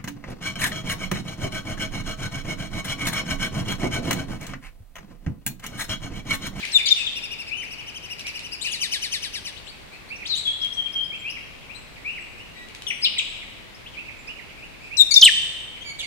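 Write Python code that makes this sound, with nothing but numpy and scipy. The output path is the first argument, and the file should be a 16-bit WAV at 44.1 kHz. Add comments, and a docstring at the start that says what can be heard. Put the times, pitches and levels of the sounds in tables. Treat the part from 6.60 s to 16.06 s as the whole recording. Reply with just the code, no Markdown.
"""A close wild bird gives piercing whistles, whips and squawks among trees, heard by a spaced mic pair.
A parrot chatters and yelps; others pipe, chip and rasp farther off. Each note is a gliding syrinx tone
with overtones shaped by the throat. Seed pods snap in a beak. Trunks and foliage scatter every call
into a long tail over a soft hush."""
import sys
import numpy as np
from scipy import signal
from scipy.fft import rfft, irfft
from scipy.io import wavfile
from scipy.ndimage import uniform_filter1d

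SR = 44100
rng = np.random.default_rng(int(sys.argv[2]) if len(sys.argv) > 2 else 0)


def master_out(mix):
    """Clip the mix to full scale and print it as 16-bit PCM to the path in sys.argv[1]."""
    frames = np.transpose(np.atleast_2d(mix))
    ceiling = np.clip(frames, -1, 1)
    pcm = np.round(ceiling * 32767).astype(np.int16)
    wavfile.write(sys.argv[1], SR, pcm)


N = 417186
BAND_EDGE_HZ = 15850

# Noise spectra (frequency [Hz], level [dB])
HUSH_SPECTRUM = [(12, -32), (20, 2), (47, 0), (106, -2.5), (1500, -13.5), (2210, -9.5), (2540, -14),
                 (3970, -16), (5860, -24.5), (12400, -32.5), (15500, -35)]
LINGER_SPECTRUM = [(1200, -34), (1750, -15), (3000, -12), (4200, -14), (6000, -25), (9000, -31),
                   (14000, -42)]
SNAP_SPECTRUM = [(200, -14), (1200, -11), (2500, 13.5), (6000, 0.5), (11000, -5.5), (16000, -35)]
YELP_HISS_SPECTRUM = [(1500, -35), (3500, -23), (5000, -7), (6800, -8), (8500, 4), (11000, -2.5),
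                      (13500, -20)]
# Throat responses (frequency [Hz], gain [dB])
NEIGHBOUR_THROAT = [(4000, 2.5), (6000, -6), (8200, 1.5), (9500, -10.5), (11000, -3.5), (12500, -24),
                    (16000, -24)]
CLOSE_THROAT = [(4000, -0.5), (7200, -0.5), (8400, 2), (9500, 8), (11000, 0.5), (12800, -13), (14700, -3),
                (16000, -9)]
PARROT_THROAT = [(1500, -7.5), (2600, 1), (3400, -1.5), (4500, 4), (6000, -1), (7500, -4), (9000, -4.5),
                 (11300, 11), (12700, -11), (14000, -7)]
# Decay in the trees (frequency [Hz], T60 [s])
TREE_T60 = [(500, 0.38), (2000, 1.3), (3200, 1.255), (5000, 0.81), (8500, 1.03), (12000, 0.85),
            (16000, 1.36)]

# Side: left minus right. Overtone: 2nd harmonic re fundamental, before the throat. Spill: send to trees.
# Falling chips (time [s], pitch [Hz], level [dB], side [dB])
CHIPS = [(.024, 2310, -30.5, 9), (1.015, 2250, -38.5, 1.5), (3.614, 2400, -38, -5),
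         (4.756, 2370, -37.5, 11), (5.568, 2230, -38, 2), (6.559, 2383, -34, -4), (6.813, 2280, -42, -6.5),
         (7.476, 2456, -37, -7.5), (7.782, 2173, -41.5, -7), (8.135, 2470, -50, -10)]
# Harsh rasps (time [s], length [s], pitch [Hz], fall [oct], level [dB], overtone [dB], side [dB])
RASPS = [(.168, 0.048, 2526, .75, -28, -9, 8), (.25, 0.042, 3680, 0.72, -23, -17, 5.5),
         (.35, .094, 2658, 0.27, -31.5, -9, 6), (3.684, .07, 4210, 0.29, -32.5, -27, 12),
         (3.765, .035, 3925, 0, -28.5, -9, 3.5), (8.537, 0.017, 5410, 0.6, -13.5, -12, 4.5),
         (9.385, 0.039, 3250, 0.66, -30.5, -5, -4.5)]
# Nasal notes (time [s], length [s], pitch [Hz], fall [oct], level [dB], overtone [dB], side [dB])
NASALS = [(0.254, 0.024, 2292, 0.233, -23.5, 12, 27), (0.959, .063, 3027, 0.0075, -37.5, -1.5, 5),
          (5.931, 0.14, 1943, 0.01, -48, -6, 4), (6.272, 0.024, 2890, 0.069, -28, 10, 2),
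          (8.506, 0.0234, 2250, 0.233, -15, 18, 16), (9.238, .1, 2270, 0.11, -37.5, -0.5, -6),
          (9.421, 0.037, 2220, 0.27, -34.5, -4, -5.5)]
# Rising pipes (time [s], length [s], pitch [Hz], level [dB], side [dB])
PIPES = [(0.904, 0.051, 2660, -30.5, 20), (1.636, 0.069, 2500, -38, -5), (2.036, 0.056, 2713, -30, 7),
         (3.497, 0.049, 2550, -35.5, -6), (4.513, 0.052, 2540, -37.5, -7), (4.63, 0.083, 2650, -33.5, 2.5),
         (5.087, 0.041, 2570, -41.5, 17), (5.436, 0.084, 2590, -32.5, 4), (6.431, .049, 2560, -31.5, -5),
         (7.362, 0.046, 2542, -36.5, -8), (7.667, 0.053, 2703, -37, -8), (8.017, 0.038, 2650, -43.5, -2.5),
         (8.301, .062, 2564, -36.5, -9)]
# Small peeps (time [s], pitch [Hz], level [dB], side [dB])
PEEPS = [(1.915, 5090, -31.5, 9), (3.08, 4560, -42, 6), (3.32, 4380, -52, 15), (3.482, 4600, -47, 12),
         (4.43, 5150, -42.5, 7), (5.143, 4170, -42, 36), (9.205, 3270, -39.5, 12)]
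# Upward flicks (time [s], length [s], pitch [Hz], rise [oct], level [dB], overtone [dB], side [dB])
FLICKS = [(2.006, 0.039, 4100, 0.75, -29.5, 0, 13), (2.953, 0.04, 3460, 1.4, -42.5, -14, 19),
          (3.063, 0.025, 3300, 1.1, -41, -11, 27), (3.553, 0.027, 5760, 0.32, -40.5, -20, 6),
          (3.647, 0.044, 4480, 1.8, -32, -14, 7), (3.745, .031, 3320, 0.6, -30.5, 1, 9),
          (4.01, 0.028, 5500, .45, -38.5, -11, 9), (4.122, 0.036, 5760, 0.36, -37.5, -13, 6),
          (4.322, 0.026, 5380, 0.455, -40.5, -8, 9), (4.694, 0.026, 5360, 0.48, -32.5, -8.5, 7.5),
          (7.142, .021, 5250, .4, -45, -9, 7), (7.255, 0.029, 3000, .8, -41.5, -22, 3),
          (7.668, .023, 5200, .45, -42.5, -14, 7)]
# Pulses of a plaintive whistle (time [s], length [s], level [dB], side [dB])
PLAINT = [(3.679, 0.084, -27, 11), (3.844, 0.076, -24, 8), (3.997, 0.083, -28, 7),
          (4.159, 0.087, -27.5, 7.5), (4.34, 0.082, -25.5, 2.5)]
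# Pitch bends (start [ratio], middle [ratio], end [ratio])
CHIP_BEND, PIPE_BEND, PEEP_BEND = (1.13, .99, .72), (.79, 1, 1.14), (.87, .98, 1)

# Pod snaps (time [s], level [dB])
SNAPS = [(0.052, -24), (1.595, -28.5), (1.668, -25.5), (1.793, -27), (2.072, -25), (3.872, -28),
         (4.047, -30), (6.086, -38), (6.149, -30), (6.221, -30)]

# Close whistles (time [s], length [s], start [Hz], settled [Hz], level [dB], swell [dB], side [dB])
WHISTLES = [(0.121, .057, 4200, 3537, -9, 29.5, 9.5), (0.304, 0.028, 3766, 3578, -8, 13, 10.5),
            (8.373, .055, 4060, 3647, -5, 18, 12), (8.56, 0.027, 3697, 3560, -6.5, -2, 9)]
# Close whips (time [s], length [s], start [Hz], end [Hz], level [dB], overtone [dB], side [dB])
WHIPS = [(0.117, 0.0077, 6950, 4000, -28, -20, 5.5), (0.283, .013, 6960, 3720, -20, -21, 3.5),
         (0.463, 0.0207, 4050, 2830, -22.5, -12, 6), (6.265, .014, 3730, 2770, -24, -16, 20),
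         (6.3, 0.016, 3400, 1700, -20.5, -20, 8), (6.58, 0.024, 4450, 1924, -18, -4, 4),
         (8.368, 0.0068, 6700, 4600, -18, -16, 11), (8.539, 0.0084, 6950, 3900, -7.5, -14, 6)]
# Close squawks (side [dB], spill [dB], curve of (time [s], pitch [Hz], level [dB], overtone [dB]))
SQUAWKS = [ (6, -8, [(6.415, 4200, -42, -25), (6.43, 5100, -25, -28), (6.438, 5300, -18, -30),
           (6.445, 4700, -18, -28), (6.451, 3850, -13, -28), (6.46, 3050, -18, -30),
           (6.478, 2830, -19, -30)]), (.5, -12, [(8.61, 7200, -13, -30), (8.623, 3580, -9, -26),
           (8.63, 3080, -2.5, -30), (8.641, 3050, -2, -30), (8.645, 3900, -13, 0), (8.651, 4300, -9.5, 3),
           (8.656, 3700, -10, -4), (8.66, 3080, -3, -28), (8.675, 2720, -10, -28), (8.684, 1950, -17, -24),
           (8.698, 1690, -19, -24)])]

# Parrot chatter (peak time [s], top pitch [Hz], level [dB], overtone [dB])
CHATTER = [(.573, 2850, -30, -8.5), (0.644, 2796, -31, -8), (.725, 2860, -30.5, -11), (.805, 2800, -32, -8),
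           (.885, 2660, -35.5, -8), (1.035, 2870, -39.5, -6), (1.125, 2890, -35, -6),
           (1.196, 2940, -36, -13.5), (1.284, 3020, -35, -9), (1.364, 3180, -34, -8),
           (1.446, 2980, -36, -7.5), (1.518, 2897, -31.5, -7), (1.6, 2920, -36, -5), (1.68, 2960, -33, -4),
           (1.762, 2940, -32.5, -7), (1.852, 3010, -34, -7), (1.935, 2804, -32.5, -4.5)]
# Parrot yelps (peak time [s], top pitch [Hz], level [dB])
YELPS = [(2.047, 3104, -31), (2.12, 3490, -28), (2.217, 3110, -23), (2.325, 3074, -23.5),
         (2.427, 3060, -26.5), (2.526, 3130, -24.5), (2.631, 3010, -29), (2.743, 3000, -29.5),
         (2.856, 3064, -32)]
# Note shapes (lead [s], fall [s], arch width [s], start [dB], onset exponent, end [dB], reediness [dB])
CHATTER_SHAPE = (.022, .024, .024, -12, 1.5, -7, 14)
YELP_SHAPE = (.018, .055, .016, -22, .9, -11, 13)


def gain(db):
    """dB to amplitude."""
    return 10 ** (np.asarray(db) / 20)


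def pan(side_db):
    """Left and right gains."""
    return gain([[side_db / 2], [-side_db / 2]])


def unit_rms(x):
    """Scales to rms 1."""
    return x / np.sqrt(np.mean(x ** 2) + 1e-20)


def lookup(points, hz):
    """Interpolates over log frequency."""
    knots_hz, values = np.transpose(points)
    return np.interp(np.log(hz + 1), np.log(knots_hz + 1), values)


def add(mix, at_s, sound):
    """Mixes in a stereo sound."""
    part = mix[:, max(round(at_s * SR), 0):][:, :sound.shape[1]]
    part += sound[:, :part.shape[1]]


def noise(spectrum):
    """Shaped stereo noise, rms 1."""
    hz = np.fft.rfftfreq(N, 1 / SR)
    return unit_rms(irfft(rfft(rng.standard_normal((2, N))) * gain(lookup(spectrum, hz)), N))


def wander(cutoff_hz):
    """Random drift, rms 1."""
    hz = np.fft.rfftfreq(N, 1 / SR)
    return unit_rms(irfft(rfft(rng.standard_normal(N)) / (1 + (hz / cutoff_hz) ** 4), N))


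def hush(low_band_db=-46.5, side_db=.86):
    """Steady air in the foliage, uncorrelated between mics."""
    air = noise(HUSH_SPECTRUM)
    low_band = signal.sosfilt(signal.butter(4, 1500, fs=SR, output="sos"), air)
    return air / low_band.std() * gain(low_band_db) * pan(side_db)


def lingering(start_db=-35, fade_db_per_s=32, side_db=3):
    """Fading noise: the trees still ring with an earlier squawk."""
    return noise(LINGER_SPECTRUM) * gain(start_db - fade_db_per_s * np.arange(N) / SR) * pan(side_db)


def syrinx(t, hz, db, overtone_db, side_db, tremble, throat, step_db=-6, lead_s=.00013):
    """Trembling tone of up to five harmonics, louder and earlier at the nearer mic."""
    cycles = np.cumsum(hz * (1 + tremble[(t * SR).astype(int) % N])) / SR
    cycles = cycles + np.array([[.5], [-.5]]) * hz * lead_s * np.tanh(side_db / 4)
    tone = gain(lookup(throat, hz)) * np.sin(2 * np.pi * cycles)
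    for k in range(2, 6):
        harmonic_db = overtone_db + step_db * (k - 2) + lookup(throat, k * hz)
        tone += gain(harmonic_db) * (k * hz < BAND_EDGE_HZ) * np.sin(2 * np.pi * k * cycles)
    ramps = np.clip(np.minimum(t - t[0], t[-1] - t) / .0035, 0, 1)
    overtone_trim = np.sqrt(2 / (1 + gain(overtone_db) ** 2))
    return unit_rms(pan(side_db)) * tone * ramps * gain(db) * overtone_trim


def slur(at_s, length_s, pitches_hz, db, overtone_db, side_db, tremble):
    """Note that swells and fades through start, middle and end pitches."""
    u = np.linspace(0, 1, max(int(length_s * SR), 99))
    hz = np.polyval(np.polyfit([0, .5, 1], pitches_hz, 2), u)
    note = syrinx(at_s + u * length_s, hz, db, overtone_db, side_db, tremble, NEIGHBOUR_THROAT)
    return note * signal.windows.tukey(len(u), .69)


def glide(hz, octaves):
    """Three pitches of an even glide centred on hz."""
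    return hz * 2 ** (octaves * np.array([-.5, 0, .5]))


def neighbours(chip_s=.026, peep_s=.033):
    """Short calls from birds all around; returns (direct, scattered)."""
    direct, scattered = np.zeros((2, N)), np.zeros((2, N))
    clear, harsh, quaver = .006 * wander(350), .07 * wander(1100), .009 * wander(250)

    def sing(at_s, length_s, pitches_hz, db, side_db, overtone_db, tremble=clear, spill_db=-5):
        note = slur(at_s, length_s, pitches_hz, db, overtone_db, side_db, tremble)
        add(direct, at_s, note)
        add(scattered, at_s, note * gain(spill_db))

    for at_s, hz, db, side_db in CHIPS:
        sing(at_s, chip_s, hz * np.array(CHIP_BEND), db, side_db, overtone_db=-37)
    for notes, tremble in (RASPS, harsh), (NASALS, clear):
        for at_s, length_s, hz, fall_oct, db, overtone_db, side_db in notes:
            sing(at_s, length_s, glide(hz, -fall_oct), db, side_db, overtone_db, tremble)
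    for at_s, length_s, hz, db, side_db in PIPES:
        sing(at_s, length_s, hz * np.array(PIPE_BEND), db, side_db, overtone_db=-29.5, spill_db=-4)
    for at_s, hz, db, side_db in PEEPS:
        sing(at_s, peep_s, hz * np.array(PEEP_BEND), db, side_db, overtone_db=-9.5, spill_db=-6)
    for at_s, length_s, hz, rise_oct, db, overtone_db, side_db in FLICKS:
        sing(at_s, length_s, glide(hz, rise_oct), db, side_db, overtone_db, spill_db=-6)
    for at_s, length_s, db, side_db in PLAINT:
        sing(at_s, length_s, plaint_pitches(at_s, length_s), db, side_db, overtone_db=-34, tremble=quaver)
    return direct, scattered


def pods(decay_s=.0029):
    """Dry pods crack in a beak: short bright bursts."""
    out, crack, t = np.zeros((2, N)), noise(SNAP_SPECTRUM), np.arange(900) / SR
    for at_s, db in SNAPS:
        add(out, at_s, gain(db) * np.exp(-t / decay_s) * crack[:, int(at_s * SR):][:, :len(t)])
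    return out


def distant_flock(count=60, premix_db=-51.5, overtone_db=-11):
    """Faint rising and falling whistles deep in the trees."""
    out, tremble = np.zeros((2, N)), .0021 * wander(310)
    for k, (when, pitch, loudness, side, kind) in enumerate(rng.random((count, 5))):
        length_s, bend_hz = (.06, (2050, 2550, 2850)) if kind < .6 else (.039, (3600, 2400, 1850))
        at_s = (k + when) / count * N / SR
        pitches_hz = np.array(bend_hz) * (.92 + .22 * pitch)
        db, side_db = premix_db + 10 * (loudness - .5), 12 * (side - .5)
        add(out, at_s, slur(at_s, length_s, pitches_hz, db, overtone_db, side_db, tremble))
    return out


def whips(tremble, dulling_db=26, spill_db=-6):
    """Fast linear pitch falls that dull as they drop."""
    for at_s, length_s, start_hz, end_hz, db, overtone_db, side_db in WHIPS:
        u = np.linspace(0, 1, int(length_s * SR))
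        hz = start_hz + (end_hz - start_hz) * u
        dulled_db = overtone_db - dulling_db * u
        note = syrinx(at_s + u * length_s, hz, db, dulled_db, side_db, tremble, CLOSE_THROAT, step_db=-20)
        yield at_s, note * signal.windows.tukey(len(u), .57), spill_db


def whistles(tremble, beak_hz=8400, beak_width_hz=770, beak_db=17, spill_db=-12.5):
    """Settling whistles, nearly pure until the 2nd harmonic meets a beak resonance."""
    for at_s, length_s, start_hz, settled_hz, db, swell_db, side_db in WHISTLES:
        u = np.linspace(0, 1, int(length_s * SR))
        hz = settled_hz + (start_hz - settled_hz) * np.exp(-(u / .5) ** 3)
        level_db = db - swell_db * np.maximum(1 - u / .65, 0)
        overtone_db = -24.5 + beak_db * np.exp(-((2 * hz - beak_hz) / beak_width_hz) ** 2)
        note = syrinx(at_s + u * length_s, hz, level_db, overtone_db, side_db, tremble, CLOSE_THROAT)
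        yield at_s, note, spill_db


def close_bird(hiss_db=-20):
    """Whips, whistles and two squawks with a rush of air; returns (direct, scattered)."""
    direct, scattered, tremble = np.zeros((2, N)), np.zeros((2, N)), .006 * wander(500)
    calls = [*whips(tremble), *whistles(tremble)]
    air = rng.standard_normal((2, N))
    for side_db, spill_db, curve in SQUAWKS:
        knots_s, *columns = np.transpose(curve)
        t = np.arange(knots_s[0], knots_s[-1], 1 / SR)
        hz, db, overtone_db = (uniform_filter1d(np.interp(t, knots_s, c), size=180) for c in columns)
        squawk = syrinx(t, hz, db, overtone_db, side_db, tremble, CLOSE_THROAT, step_db=-12)
        calls.append((t[0], squawk, spill_db))
        add(direct, t[0], gain(2 * db + hiss_db) * air[:, :len(t)])  # air grows 2 dB per dB of tone
    for at_s, call, spill_db in calls:
        add(direct, at_s, call)
        add(scattered, at_s, call * gain(spill_db))
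    return direct, scattered


def parrot_note(peak_s, top_hz, db, overtone_db, shape, tremble, side_db=5.5, slack_ratio=.48):
    """Pitch and level arch, reedier as the syrinx slackens; returns (start [s], note)."""
    lead_s, fall_s, width_s, start_db, exponent, end_db, reedy_db = shape
    t = np.arange(-lead_s, fall_s, 1 / SR)
    width_s *= rng.uniform(.87, 1.2)
    pitch_ratio = slack_ratio + (1 - slack_ratio) / (1 + (t / width_s) ** 2)
    fade_db = np.where(t < 0, start_db * abs(t / lead_s) ** exponent, end_db * (t / fall_s) ** 2)
    note = syrinx(peak_s + t, top_hz * pitch_ratio, db + fade_db,
                  overtone_db + reedy_db * (1 - pitch_ratio), side_db, tremble, PARROT_THROAT, step_db=-9.5)
    return peak_s - lead_s, note


def parrot(yelp_overtone_db=-1.5, hiss_db=-13, hiss_lag_s=.026, hiss_width_s=.02):
    """Chatter builds into yelps; each yelp breaks into hiss as it falls."""
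    out, t, tremble = np.zeros((2, N)), np.arange(N) / SR, .016 * wander(700)
    for peak_s, hz, db, overtone_db in CHATTER:
        add(out, *parrot_note(peak_s, hz, db, overtone_db, CHATTER_SHAPE, tremble))
    hiss_envelope = np.zeros(N)
    for peak_s, hz, db in YELPS:
        add(out, *parrot_note(peak_s, hz, db, yelp_overtone_db, YELP_SHAPE, tremble))
        hiss_envelope += gain(db + hiss_db) * np.exp(-((t - peak_s - hiss_lag_s) / hiss_width_s) ** 2)
    return out + hiss_envelope * noise(YELP_HISS_SPECTRUM)


def small_bird(count=9, from_s=3, to_s=7.6, length_s=.038, centre_hz=7700, max_glide_oct=.196):
    """Thin, far notes gliding up or down."""
    out, tremble = np.zeros((2, N)), .0013 * wander(310)
    for k, (when, pitch, bend) in enumerate(rng.uniform(-1, 1, (count, 3))):
        at_s = from_s + (to_s - from_s) * (k + .5 + when / 2) / count
        pitches_hz = glide(centre_hz * (1 + .06 * pitch), max_glide_oct * bend)
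        note = slur(at_s, length_s, pitches_hz, db=-55, overtone_db=-11, side_db=.87, tremble=tremble)
        add(out, at_s, note)
    return out


def plaint_pitches(at_s, length_s, start_hz=4530, rest_hz=3175, settle_s=.1092, slide=.015):
    """Three pitches of a pulse sliding in from above, on a curve that drops fast and levels out."""
    elapsed_s = at_s + length_s * np.array([0, .5, 1]) - PLAINT[0][0]
    curve_hz = rest_hz + (start_hz - rest_hz) / (1 + elapsed_s / settle_s) ** 2
    return curve_hz * (1 + slide * np.array([1, 0, -1]))


def trees(sent, build_s=.019, trunk_db=-1, trunk_decay_s=.026, trunk_count=40):
    """Near trunks return single echoes; the wood beyond returns a diffuse tail."""
    hz, t, bins = signal.stft(rng.standard_normal((2, 2 * SR)), SR, nperseg=256)
    decay = gain(-60 * t / lookup(TREE_T60, hz)[:, None])
    tail = signal.istft(bins * decay * (1 - np.exp(-t / build_s)), SR, nperseg=256)[1]
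    tail /= np.linalg.norm(tail[0])
    trunks = np.zeros_like(tail)
    for channel in trunks:
        delay_s = rng.uniform(.004, .09, trunk_count)
        polarity = rng.choice([-1, 1], trunk_count)
        channel[(delay_s * SR).astype(int)] = polarity * np.exp(-delay_s / trunk_decay_s)
    trunks = signal.lfilter([1, 1], [1], trunks)  # bark and leaves dull the echoes
    response = tail + gain(trunk_db) * trunks / np.linalg.norm(trunks[0])
    return signal.fftconvolve(sent, response, axes=1)[:, :N]


def scene():
    """Direct calls plus their echoes, spread to both sides by the trees."""
    chatter, flock, snaps, thin_notes = parrot(), distant_flock(), pods(), small_bird()
    close, close_scattered = close_bird()
    around, around_scattered = neighbours()
    direct = close + around + chatter + gain(-24) * flock + snaps + thin_notes
    sent = (close_scattered + around_scattered + gain(-10.5) * chatter + gain(1.5) * flock
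            + gain(-4) * snaps + gain(-1.5) * thin_notes)
    crossfeed = .4 * np.roll(sent[::-1], 300, axis=1)
    return direct + trees(sent + crossfeed) + lingering() + hush()


def record(dry):
    """Overload on the loudest squawk, then the band limit."""
    clipped = np.clip(dry, -1, 1)
    lowpass = signal.firwin(511, BAND_EDGE_HZ, window=("kaiser", 9), fs=SR)
    return signal.oaconvolve(clipped, lowpass[None], "same")


dry = scene()
out = record(dry)
master_out(out)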